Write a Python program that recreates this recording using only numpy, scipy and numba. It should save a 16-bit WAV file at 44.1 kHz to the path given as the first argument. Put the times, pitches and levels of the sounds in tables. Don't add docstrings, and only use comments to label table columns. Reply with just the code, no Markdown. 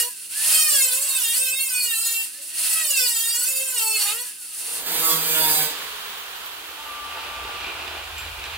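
import sys
import numpy as np
from scipy import signal
from scipy.fft import rfft, irfft, next_fast_len
from scipy.io import wavfile
from scipy.ndimage import uniform_filter1d, map_coordinates
from numba import njit

SR = 44100
rng = np.random.default_rng(int(sys.argv[2]) if len(sys.argv) > 2 else 0)


def voltage_ratio(decibels):
    exponent = np.asarray(decibels, float) / 20
    return 10 ** exponent


def output_pcm(signal):
    pcm = np.clip(np.atleast_2d(signal).T, -1, 1) * 32767
    wavfile.write(sys.argv[1], SR, np.round(pcm).astype(np.int16))


N = 377937

# start in seconds, disc turns in Hz, pressure as spark level in dB.
QUICK = [
    [(0, 469.8, -16.5), (.12, 500.7, -36), (.29, 445, -35), (.36, 554.7, -26), (.44, 600, -21)],
    [(0.5, 631.3, -17.0), (0.57, 633.5, -14.5), (0.64, 620.9, -19.5), (0.67, 613.2, -18.0),
     (0.79, 539.6, -17.0), (0.91, 504.1, -20.5), (0.94, 503.9, -20.5), (1.01, 546.9, -23.5)],
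    [(1.06, 558.0, -22.0), (1.16, 528.3, -22.0), (1.24, 466.1, -20.5), (1.27, 457.6, -21.0),
     (1.33, 464.8, -22.5), (1.36, 503.9, -22.0), (1.41, 522.6, -22.5), (1.45, 524.4, -22.0)],
    [(1.49, 511.5, -23.0), (1.63, 546.5, -24.0), (1.73, 496.8, -22.5), (1.84, 488.6, -24.5),
     (1.97, 440.8, -23.0), (2.07, 461.4, -22.5), (2.21, 454.0, -25.0), (2.26, 463.6, -29.0)],
    [(2.31, 516, -34), (2.53, 642.2, -32.5), (2.61, 660, -22)],
    [(2.66, 654.0, -22.0), (2.81, 644.5, -21.0), (3.01, 504.7, -20.0), (3.16, 456.8, -22.5),
     (3.3, 463.5, -22.0), (3.44, 495.3, -22.0), (3.51, 527.2, -23.0), (3.66, 529.9, -25.5),
     (3.72, 515.4, -24.5)],
    [(3.79, 461.3, -21.5), (3.83, 443.5, -21.5), (3.96, 436.9, -23.0), (4.03, 399.3, -20.5),
     (4.1, 411.8, -24.0), (4.13, 443.0, -25.5), (4.21, 490.3, -28.5), (4.25, 495.4, -30.5)],
    [(4.36, 493, -37.5), (4.52, 450, -35), (4.62, 426.3, -29), (4.79, 420, -31), (4.87, 415, -36)],
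]
# start in seconds, disc turns in Hz, pressure as spark level in dB.
SLOW = [
    [(4.5, 171.4, -53.5), (4.73, 166, -31.5), (4.88, 163.5, -27), (5.11, 161.6, -19), (5.21, 159.6, -26),
     (5.4, 157.3, -17.5), (5.63, 152.5, -21), (5.76, 151.3, -42), (5.95, 150, -37)],
]
# frequency in Hz, level in dB per Hz.
QUICK_STEEL = [(150, -41), (250, -23), (467, -27), (509, -13.5), (696, -18), (857, -12), (1420, -10.5),
               (1900, -4.5), (2300, -7.5), (2650, 0.5), (3880, -7), (4300, -4.5), (6640, -9.5), (8910, -3),
               (15800, -6)]
# frequency in Hz, level in dB per Hz.
SLOW_STEEL = [(65, -58), (110, -43), (157, -11.5), (237, -16), (317, -4.5), (360, -15.5), (471, -3),
              (568, -12), (617, -9), (936, -5.5), (1020, -9), (3470, 7.5), (4900, 2), (5600, -9),
              (6400, -3), (8120, -6), (15800, -2)]
# frequency in Hz, width in Hz, level in dB.
QUICK_MODES = [(2730, 150, -3), (3729, 80, -1), (4400, 200, -1), (9120, 920, -20)]
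# frequency in Hz, width in Hz, level in dB.
SLOW_MODES = [(8290, 410, 3.6), (11810, 480, 1.75), (14670, 990, 4.74)]
# frequency in Hz, likeness from 0 to 1.
QUICK_ALIKE = [(60, .97), (240, .96), (950, .95), (3770, .76), (8000, .6), (15000, .2)]
# frequency in Hz, likeness from 0 to 1.
SLOW_ALIKE = [(150, .995), (300, .97), (600, .78), (2000, .8), (5500, .9), (9000, .75), (15000, .45)]
# sheet level in dB, its dB per dB of pressure, low level in dB, its dB per dB.
QUICK_LAYERS = (-33, 1.0679, -49, 1.3)
# sheet level in dB, its dB per dB of pressure, low level in dB, its dB per dB.
SLOW_LAYERS = (-32, 0.47, -39.5, 0.4329)
# centre in seconds, length in
# seconds, multiple of disc speed, level in dB.
QUICK_SCREECH = [(.05, .1, 1, -42), (.06, .12, 2, -41),
                 (0.56, 0.18, 16, -27), (0.57, 0.17, 5, -32), (0.57, 0.2, 13, -26), (0.59, 0.26, 4, -31),
                  (0.6, 0.29, 14, -27), (0.68, 0.12, 9, -31), (0.68, 0.18, 3, -36), (0.71, 0.2, 2, -44),
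                  (0.71, 0.63, 8, -35), (0.73, 0.12, 13, -29), (0.73, 0.17, 10, -34), (0.75, 0.11, 1, -44),
                  (0.75, 0.12, 6, -33), (0.77, 0.38, 16, -32), (0.78, 0.11, 9, -33), (0.8, 0.18, 14, -25),
                  (0.83, 0.09, 7, -33), (0.96, 0.38, 1, -46), (1.07, 0.36, 2, -48), (1.15, 0.17, 7, -35),
                  (1.27, 0.17, 6, -35), (1.29, 0.14, 7, -32), (1.29, 0.18, 8, -35), (1.39, 0.15, 17, -33),
                  (1.42, 0.18, 16, -31), (1.44, 0.12, 7, -34), (1.49, 0.41, 1, -48), (1.51, 0.17, 5, -35),
                  (1.51, 0.18, 10, -37), (1.58, 0.14, 7, -35), (1.6, 0.21, 4, -41), (1.63, 0.15, 5, -30),
                  (1.76, 0.21, 17, -33), (1.78, 0.2, 5, -33), (1.81, 0.17, 9, -28), (1.82, 0.21, 10, -37),
                  (1.91, 0.11, 8, -38), (1.92, 0.15, 6, -35), (1.94, 0.14, 4, -39), (1.95, 0.11, 9, -33),
                  (1.99, 0.17, 10, -34), (2.01, 0.31, 18, -34), (2.09, 0.22, 9, -36), (2.19, 0.12, 6, -31),
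                 (2.75, 0.15, 18, -33), (2.77, 0.16, 15, -31), (2.77, 0.19, 3, -36), (2.77, 0.25, 4, -36),
                 (2.78, 0.25, 2, -48), (2.83, 0.48, 14, -32), (2.92, 0.15, 8, -35), (2.97, 0.28, 5, -32),
                 (2.99, 0.25, 7, -36), (3.02, 0.12, 1, -43), (3.02, 0.18, 11, -32), (3.02, 0.24, 9, -33),
                 (3.03, 0.24, 15, -31), (3.04, 0.22, 10, -28), (3.06, 0.37, 4, -43), (3.15, 0.28, 17, -34),
                 (3.18, 0.13, 10, -34), (3.2, 0.18, 7, -39), (3.31, 0.19, 10, -32), (3.39, 0.21, 16, -32),
                 (3.56, 0.16, 9, -37), (3.59, 0.16, 5, -39), (3.63, 0.57, 1, -47), (3.7, 0.25, 18, -34),
                 (3.73, 0.18, 2, -48), (3.8, 0.13, 6, -35), (3.86, 0.12, 18, -28), (3.87, 0.24, 3, -42),
                 (3.88, 0.12, 10, -31), (3.88, 0.21, 2, -41), (3.93, 0.18, 6, -35), (3.93, 0.27, 1, -49),
                 (3.97, 0.09, 10, -32), (4.03, 0.1, 11, -29), (4.07, 0.18, 2, -42), (4.09, 0.1, 9, -33),
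                 (4.11, 0.24, 6, -41), (4.11, 0.27, 3, -44), (4.17, 0.19, 1, -47), (4.2, 0.15, 2, -50)]
# centre in seconds, length in seconds, multiple, level in dB.
SLOW_SCREECH = [(5.1, .25, 2, -43.5), (5.09, .19, 8, -33), (5.1, .22, 7, -36), (5.12, .1, 21, -33),
                (5.27, .25, 15, -38), (5.37, .15, 22, -39), (5.46, .245, 6, -33), (5.58, .15, 5, -38),
                (5.22, .4, 1, -42), (5.43, .3, 1, -48), (5.63, .12, 1, -47), (5.11, .2, 4, -43),
                (5.42, .26, 4, -39), (5.66, .14, 4, -40), (5.13, .3, 3, -43), (5.55, .3, 3, -43),
                (5.38, .12, 9, -40)]
# in at seconds, out at seconds, share repeating each turn 0-1, seating in seconds.
KERF = [
    (-.2, .14, .8, .1),
    (.45, 2.28, .86, .15),
    (2.62, 4.3, .89, .25),
    (4.86, 5.74, .6, .19),
]
# centre in seconds, length in seconds, share of grip lost from 0 to 1.
SLIPS = [
    (1.046, .28, .35),
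    (1.362, .1, .25),
    (3.58, .32, .27),
    (4.07, .2, .4),
    (5.24, .15, .35),
]
# time in seconds, frequency in Hz, level in dB.
ROTOR = [
    [(2.33, 520, -56), (2.53, 642, -52), (2.61, 660, -50), (2.78, 650, -52)],
    [(.42, 590, -50), (.5, 631, -45), (.66, 616, -46)],
    [(.07, 1750, -43), (.29, 1290, -60.5), (.36, 1703, -38), (.5, 1890, -38)],
    [(2.27, 1394, -56), (2.36, 1760, -48), (2.5, 1870, -51.5), (2.7, 1960, -45)],
    [(4.24, 1750, -38), (4.34, 1640, -52.5), (4.42, 1457, -51), (4.64, 1060, -60)],
]
# frequency in Hz, level in dB per Hz.
AIR_COLOUR = [(65, -50), (110, -39.5), (147, -17), (342, -16.5), (429, -4), (538, -8.5), (1200, 1.5),
              (2100, -3.5), (3110, -0.5), (5420, -17), (15200, -15.5)]
# time in seconds, effort in dB.
DRAG = [
    (6.2, -39),
    (6.62, -46),
    (7.15, -41),
    (7.85, -38),
    (8.17, -45),
    (8.57, -43.5),
]
# frequency in Hz, width in Hz, level in dB.
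PANEL = [
    [(1870, 320, -7.5), (2428.4, 140, 4), (2720, 230, 3), (3430, 730, -9), (4334, 1490, -10)],
    [(413, 239, -7.5), (686, 202, -1.5), (889.3, 120, 1), (1199, 90, -1.5), (1452, 166, -2.5)],
]
# frequency in Hz, width in Hz, level in dB.
FLANGE = [(1000, 250, -4), (1520, 200, 0), (1840, 200, -4), (3700, 700, -4)]
# frequency in Hz, level in dB.
RING = [(893.6, -57.5), (1061, -59), (1179, -46)]
# time in seconds, peak in dB, thud in dB, squeak in dB.
KNOCKS = [(6.657, -29, -40, -35), (7.2888, -23.5, -40.5, -33.5), (7.342, -25, -40, -35),
          (7.3619, -24, -40, -35), (7.7969, -26, -40, -35), (8.0389, -24, -40, -25),
          (8.1252, -26, -40, -35), (8.1651, -24, -40, -30), (7.6689, -22, -18.5, -33),
          (7.8189, -26, -19, -32), (7.8778, -16, -27, -39), (8.075, -21, -31.5, -28),
          (8.1802, -25, -27.5, -8), (8.396, -22, -26, -27), (8.4398, -17.5, -37, -32)]
# time in seconds, level in dB, seconds to fade 10 dB.
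SCRAPES = [(6.55, -40, .05), (7.22, -34, .45), (7.82, -36, .05), (7.88, -33.5, .1), (7.98, -38, .05),
           (8.19, -35, .06), (8.3, -38, .08), (8.42, -32.5, .1), (8.55, -35, .1)]
# time in seconds, level in dB, seconds to fade 10 dB.
SCUFFS = [(6.84, -43, .04), (7.19, -42, .1), (7.63, -40, .06), (7.92, -41, .08), (8.09, -42, .05),
          (8.22, -38, .06), (8.46, -39, .1)]
# time in seconds, hum level in dB.
HUM = [
    (4.45, -100),
    (4.75, -72.5),
    (5.4, -71),
    (6.85, -72),
    (7.15, -57),
    (8.57, -47.5),
]
# frequency in Hz, level in dB per Hz.
RUMBLE = [(13, -39), (22, -21), (50, 4.5), (75, 1), (100, -11), (140, -11), (180, -52), (310, -120)]
# frequency in Hz, level in dB per Hz.
SHOP = [(13, -51), (22, -23), (92, -15), (210, -4.5), (249, -5), (306, 1.5), (350, -10.5), (400, -2),
        (520, -9.5), (880, -120)]
# frequency in Hz, time to fade 60 dB in seconds.
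HALL = [(150, 0.027), (450, 0.1), (2000, 1), (12000, 0.258)]

FIRM_DB, INERTIA_S = -22, 0.024
SEAT_S, LIFT_S = 0.173, 0.0766
CLEARED_S, CLEARED_DB = 3.616, 4
RATTLE_S, RATTLE_DB = 3.98, 4.5
RIPPLE_DB, RIPPLE_HZ = 4.2, 50
CLEAR, CLEAR_HZ = 0.46, (1700, 7000)
GUARD_HZ, GUARD_WIDTH_HZ = 9700, 1170
BASS_ALIKE_HZ = 700
FAN_ORDER = 39
COAST_S, FAN_HZ, SLOWS_S, COAST_END_S = 5.8, 17410, 2.6, 7.7
WHINE_DB, WHINE_FROM_S, WHINE_FADE_DB_PER_S, WHINE_RISE_DB_PER_S = -44.5, 6.5, 24, 14
AIR_S, AIR_DB, AIR_FADE_DB_PER_S = 5.6, (-34.5, -38), 11
SHOP_HISS_DB, SHOP_BODY_DB = -42, -36.5
STIR = 0.48
EDGE_DB, FLEX_DB = -1.5, 4
CATCH_S = 0.05
RUMBLE_DB, RUMBLE_FOLLOWS = -63, 0.59
DRONE_DB = -72.5
DRONE_LINE = (-2.1, 3, -61, 7.5)
TOP_HZ = 15800


def quick_passes():
    sound = cut(QUICK, QUICK_LAYERS, QUICK_STEEL, QUICK_MODES, QUICK_ALIKE, wear=44, flutter=0.0035,
                uneven_db=1.5, chatter_db=1.5, grit_top_db=-6.5, guard_db=5.5, wobble_db=-14, count=44)
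    events = QUICK_SCREECH
    sound = sound + screech(QUICK, events, rough_db=3, apart=0.6)
    sound = sound * np.clip((QUICK[-1][-1][0] - np.arange(N) / SR) / 0.089, 0, 1)
    for rows in ROTOR:
        hz, db = curves(rows)
        sound = sound + voltage_ratio(db - 7 + 4 * wobble(25)) * window(rows, 0.03) * tone(hz, 0.008)
    return placed(sound, pan_db=-1.5, lag=0)


def slow_pass():
    sound = cut(SLOW, SLOW_LAYERS, SLOW_STEEL, SLOW_MODES, SLOW_ALIKE, wear=18, flutter=0.002,
                uneven_db=1.5, chatter_db=1.1, grit_top_db=-1, guard_db=0, wobble_db=-18, count=120)
    sound = sound + screech(SLOW, SLOW_SCREECH, rough_db=2, apart=0.54)
    bite = voltage_ratio(-5 * (np.arange(N) < 4.86 * SR))
    return placed(sound * bite * window(SLOW[0], 0.2), pan_db=-3.7, lag=4)


def cut(strokes, layers, steel, modes, alike, wear, flutter, uneven_db, chatter_db,
        grit_top_db, guard_db, wobble_db, count):
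    t = np.arange(N) / SR
    turns_hz, pressure_db = hand(strokes)
    firmness_db = pressure_db - FIRM_DB
    sheet_db = layers[0] + layers[1] * firmness_db
    low_db = layers[2] + layers[3] * firmness_db
    low_db = low_db + CLEARED_DB * np.clip((t - CLEARED_S) / SEAT_S, 0, 1) - sheet_db
    sheet_db = sheet_db + RATTLE_DB * window([[RATTLE_S], [KERF[2][1]]], LIFT_S)
    sparks_db = pressure_db - sheet_db

    share = grip()
    span = (strokes[0][0][0], strokes[-1][-1][0])
    blows = filtered(rim(turns_hz, span, wear, flutter, uneven_db, count), ripple)
    grit = loose_grit(share, grit_top_db, guard_db)
    drive = spread(np.sqrt(share) * blows + np.sqrt(1 - share) * grit, alike)

    def body(hz):
        return voltage_ratio(along(steel, hz)) * (1 + np.abs(resonances(modes)(hz)))

    def part(lo, hi):
        band = filtered(drive, lambda hz: body(hz) * (below(hz, hi) - below(hz, lo)))
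        return even(band, size=3000)

    def bounce():
        return chatter_db * (0.364 * wobble(16) + wobble(42))

    mix = voltage_ratio(bounce() - 1.0) * part(1373, 6960)
    mix = mix + voltage_ratio(low_db) * part(10, 1506)
    mix = mix + voltage_ratio(sparks_db + bounce()) * part(5387, 33200)
    once_db = low_db + wobble_db + 4 * wobble(15)
    mix = mix + (0.27 + share) * voltage_ratio(once_db) * tone(turns_hz, 0.0019)
    return voltage_ratio(sheet_db + 0.318 * bounce()) * mix


def loose_grit(share, grit_top_db, guard_db):
    def colour(hz):
        guard = guard_db * np.exp(-((hz - GUARD_HZ) / GUARD_WIDTH_HZ) ** 2)
        return voltage_ratio(grit_top_db * (0.5 - below(hz, 13000)) + guard)

    grit = filtered(rng.standard_normal((2, N)), colour)
    middle = filtered(grit, lambda hz: below(hz, CLEAR_HZ[1]) - below(hz, CLEAR_HZ[0]))
    return grit - CLEAR * share * middle


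def rim(turns_hz, span, wear, flutter, uneven_db, count):
    a, b = round(span[0] * SR), round(span[1] * SR)
    hz = (turns_hz * (1 + flutter * wobble(60)))[a:b]
    shape = rng.standard_normal((count, 2, 300)) + 1j * rng.standard_normal((count, 2, 300))
    uneven = uniform_filter1d(rng.standard_normal((count, 1, 300)), size=3) * 1.7
    shape = shape * voltage_ratio(uneven_db * uneven)
    lines = orders(shape, rng.random(count), hz, wear / SR, 2.5 / count, 18000., SR)
    return np.pad(unit(lines) * np.sqrt(18000 / 22050), ((0, 0), (a, N - b)))


@njit
def orders(shape, offset, hz, wear_step, finer, top_hz, rate):
    out, phase = np.zeros((2, len(hz))), 0.
    for n in range(len(hz)):
        phase += 2 * np.pi * hz[n] / rate
        turn, power = np.exp(1j * phase), 1 + 0j
        for k in range(min(len(offset), int(top_hz / hz[n]))):
            power *= turn
            place = n * wear_step * (1 + k * finer) + offset[k]
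            j = int(place) % (shape.shape[2] - 1)
            part = place % 1
            for c in range(2):
                out[c, n] += ((shape[k, c, j] * (1 - part) + shape[k, c, j + 1] * part) * power).real
    return out


def screech(strokes, events, rough_db, apart):
    phase = 2 * np.pi * np.cumsum(hand(strokes)[0]) / SR
    tremble, out = rough_db * wobble(35), np.zeros((2, N))
    chances = rng.standard_normal((len(events), 3))
    for (s, length, order, db), (shift, lean, start) in zip(events, chances):
        a, n = round((s - length / 2) * SR), round(length * SR)
        unsteady_db = np.roll(tremble, round(start * SR))[a:a + n]
        swell = np.sqrt(2) * voltage_ratio(db + unsteady_db) * np.hanning(n) ** 0.78
        mean_hz = order * (phase[a + n] - phase[a]) / (2 * np.pi * length)
        side = np.array([[1], [-1]]) * min(mean_hz / BASS_ALIKE_HZ, 1) ** 2
        wave = np.sin(round(order) * phase[a:a + n] + apart * shift * side + start)
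        out[:, a:a + n] += swell * voltage_ratio(0.31 * lean * side) * wave
    return out * np.clip(2 * grip() - 0.1, 0, 1)


def hand(strokes):
    hz, pressure_db = curves(sum(strokes, []))
    return uniform_filter1d(hz, size=round(INERTIA_S * SR)), pressure_db


def grip():
    t = np.arange(N) / SR
    held = sum(share * np.clip((t - a) / seat, 0, 1) * np.clip((b - t) / LIFT_S, 0, 1)
               for a, b, share, seat in KERF)
    skid = sum(lost * np.exp(-(2 * (t - s) / length) ** 4) for s, length, lost in SLIPS)
    return np.clip(held * (1 - skid), 0, 1)


def ripple(hz):
    bumps = map_coordinates(rng.standard_normal(500), [hz / RIPPLE_HZ], order=1)
    return voltage_ratio(RIPPLE_DB * (1 - below(hz, 1200)) * bumps)


def panel():
    effort_db, = curves(DRAG)
    roughness = np.array([wobble(350), wobble(120)])[:, None]
    grit = rng.standard_normal((2, 2, N)) * voltage_ratio(3.2 * roughness)

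    def struck(noise, modes):
        return spread(filtered(noise, resonances(modes)), [(300, 0.9), (3000, 0.924)])

    edge = 0
    for k in range(2):
        shifted = np.roll(grit[0], k * SR, axis=1)
        edge = edge + voltage_ratio(FLEX_DB * wobble(9)) * struck(shifted, PANEL[0][k::2])
    edge = unit(edge)
    belly = unit(struck(grit[1], PANEL[1]))
    flange = unit(struck(grit[0, :, ::-1], FLANGE))

    rub = np.sqrt(voltage_ratio(effort_db + EDGE_DB) ** 2 + catching(SCRAPES)) * edge
    rub = rub + voltage_ratio(effort_db) * belly + np.sqrt(catching(SCUFFS)) * flange
    rub = voltage_ratio(-1.5) * rub * np.clip((np.arange(N) / SR - DRAG[0][0]) / 0.765, 0, 1)
    ring = sum(voltage_ratio(db + 4.1 * wobble(9)) * tone(np.full(N, hz), 0.00399) for hz, db in RING)
    ring = ring * window([[6.75], [7.8]], 0.052)
    return placed(rub + ring + knocks(), pan_db=-1.6, lag=1)


def knocks():
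    cracks, hits = np.zeros(N + SR), np.zeros(N + SR)
    t = np.arange(SR // 4) / SR
    for s, db, thud_db, squeak_db in KNOCKS:
        here = slice(round(s * SR), round(s * SR) + len(t))
        cracks[here] += voltage_ratio(db + 6.0 - 60 * t / 0.0143) * rng.standard_normal(len(t))
        thud = np.sin(2 * np.pi * 375 * t) + np.sin(2 * np.pi * 315 * t)
        thud = voltage_ratio(thud_db - 60 * t / 0.425) * thud
        jitter = 0.108 * np.cumsum(rng.standard_normal(len(t)))
        squeak = voltage_ratio(squeak_db - 60 * t / 0.26) * np.sin(2 * np.pi * 7400 * t + jitter)
        breath = voltage_ratio(squeak_db - 0.5 - 60 * t / 0.3) * np.diff(rng.standard_normal(len(t) + 1))
        hits[here] += voltage_ratio(db - 5.0) * (thud + squeak + breath)
    return hits[:N] + filtered(cracks[:N], resonances(PANEL[0]))


def catching(rows):
    t = np.arange(N) / SR
    return sum(voltage_ratio(db - 10 * np.maximum((t - s) / fade, (s - t) / CATCH_S)) ** 2 for s, db, fade in rows)


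def coasting():
    t = np.arange(N) / SR
    hz = FAN_HZ * np.exp(-(t - COAST_S) / SLOWS_S)
    late = t - WHINE_FROM_S
    db = WHINE_DB - np.maximum(WHINE_FADE_DB_PER_S * late, -WHINE_RISE_DB_PER_S * late)
    whine = voltage_ratio(db + 2 + 3.5 * wobble(30)) * tone(hz, 0.005)
    rotor = voltage_ratio(-60 - 5 * (t - COAST_S) + 3 * wobble(6)) * tone(hz / FAN_ORDER, 0.01)
    motor = (whine + rotor) * window([[COAST_S], [COAST_END_S]], 0.1)
    return placed(cooling_air() + motor, pan_db=-3.1, lag=5)


def cooling_air():
    t = np.arange(N) / SR
    hiss_gain, body_gain = voltage_ratio(np.array(AIR_DB)[:, None] - AIR_FADE_DB_PER_S * (t - AIR_S).clip(0))
    effort_db, = curves(DRAG)
    draught = spread(rng.standard_normal((2, N)), [(200, 0.996), (800, 0.458), (8000, 0.06)])
    hiss = unit(filtered(draught, lambda f: voltage_ratio(along(AIR_COLOUR, f)) * (1 - below(f, 3890))))
    body = unit(filtered(draught, lambda f: voltage_ratio(along(AIR_COLOUR, f)) * below(f, 5720)))
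    stirred = voltage_ratio(SHOP_BODY_DB + STIR * (effort_db - effort_db.max()))
    air = np.hypot(hiss_gain, voltage_ratio(SHOP_HISS_DB)) * hiss + np.hypot(body_gain, stirred) * body
    return voltage_ratio(0.32 * wobble(11)) * air * np.clip((t - AIR_S) / 0.219, 0, 1)


def compressor():
    t = np.arange(N) / SR
    line_db, = curves(HUM)
    rumble_db = RUMBLE_DB + RUMBLE_FOLLOWS * (line_db + 70)

    def bass(colour):
        noise = spread(rng.standard_normal((2, N)), [(50, 0.957)])
        return unit(filtered(noise, lambda f: voltage_ratio(along(colour, f))))

    near = voltage_ratio(line_db - 0.5 + 1.0 * wobble(3.8)) * tone(np.full(N, 78.), 0.00403)
    near = near + voltage_ratio(rumble_db + 3 * wobble(4)) * bass(RUMBLE)
    on, off, last_db, climb = DRONE_LINE
    drone_line_db = last_db - climb * (off - t)
    early = voltage_ratio(drone_line_db - 4.0 + 0.87 * wobble(9.5)) * tone(np.full(N, 318.), 0.00404)
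    early = early * window([[on], [off]], 0.033) + voltage_ratio(DRONE_DB + 6.5) * bass(SHOP)
    swap = np.clip((t - 4.45) / 0.39, 0, 1)
    return swap * near + (1 - swap) * early


def hall(x, shrink):
    hz, t, z = signal.stft(rng.standard_normal((2, SR)), SR, nperseg=256)
    fading = voltage_ratio(-60 * t * shrink / along(HALL, hz)[:, None])
    tail = signal.istft(z * fading, SR, nperseg=256)[1]
    tail = tail / np.linalg.norm(tail, axis=1, keepdims=True)
    return signal.fftconvolve(x, tail, axes=1)[:, :N]


def resonances(modes):
    def response(f):
        total = 0
        for k, (centre, width, db) in enumerate(modes):
            damping = 1j * f * width
            total = total + (-1) ** k * voltage_ratio(db) * damping / (centre * centre - f * f + damping)
        return total
    return response


def tone(hz, drift):
    return np.sqrt(2) * np.sin(2 * np.pi * np.cumsum(hz * (1 + drift * wobble(25))) / SR)


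def wobble(rate):
    knots = rng.standard_normal(int(N * rate / SR) + 4)
    return map_coordinates(knots, [np.arange(N) * rate / SR], order=1)


def spread(pair, alike):
    def mid_side(hz):
        turn = np.arccos(np.clip(along(alike, hz), -1, 1)) / 2
        return np.array([np.cos(turn), np.sin(turn)])

    mid, side = filtered(pair, mid_side)
    return np.array([mid + side, mid - side])


def placed(x, pan_db, lag):
    def tilt(hz):
        level = voltage_ratio(pan_db / 2 * hz ** 2 / (hz ** 2 + 450 ** 2))
        return level * np.exp(-1j * np.pi * hz * lag / SR)

    return filtered(x, lambda hz: np.array([tilt(hz), 1 / tilt(hz)]))


def filtered(x, response):
    m = next_fast_len(N + 8192)
    return irfft(rfft(x, m) * response(np.fft.rfftfreq(m, 1 / SR)), m)[..., :N]


def below(hz, edge):
    return 1 / (1 + (hz / edge) ** 6)


def along(points, hz):
    f, v = np.transpose(points)
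    return np.interp(np.log(hz + 1), np.log(f + 1), v)


def curves(rows):
    s, *cols = np.transpose(rows)
    return [np.interp(np.arange(N) / SR, s, c) for c in cols]


def window(rows, fade):
    t = np.arange(N) / SR
    return np.clip((t - rows[0][0]) / fade, 0, 1) * np.clip((rows[-1][0] - t) / fade, 0, 1)


def unit(x):
    return x / np.sqrt(np.mean(x ** 2) + 1e-20)


def even(x, size):
    return x / np.sqrt(np.abs(uniform_filter1d(np.mean(x ** 2, axis=0), size)) + 1e-12)


def scene():
    quick, work = quick_passes(), slow_pass() + panel()
    quick = voltage_ratio(-1) * quick + voltage_ratio(-8.5) * hall(quick, shrink=4)
    work = work + voltage_ratio(-5.5) * hall(work, shrink=1.0)
    return quick + work + coasting() + compressor()


def band_limit(x):
    return signal.sosfilt(signal.butter(12, 16800, fs=SR, output="sos"), x)


def record(dry):
    mix = filtered(dry, lambda hz: hz < TOP_HZ)
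    return band_limit(mix)


dry = scene()
out = record(dry)
output_pcm(out)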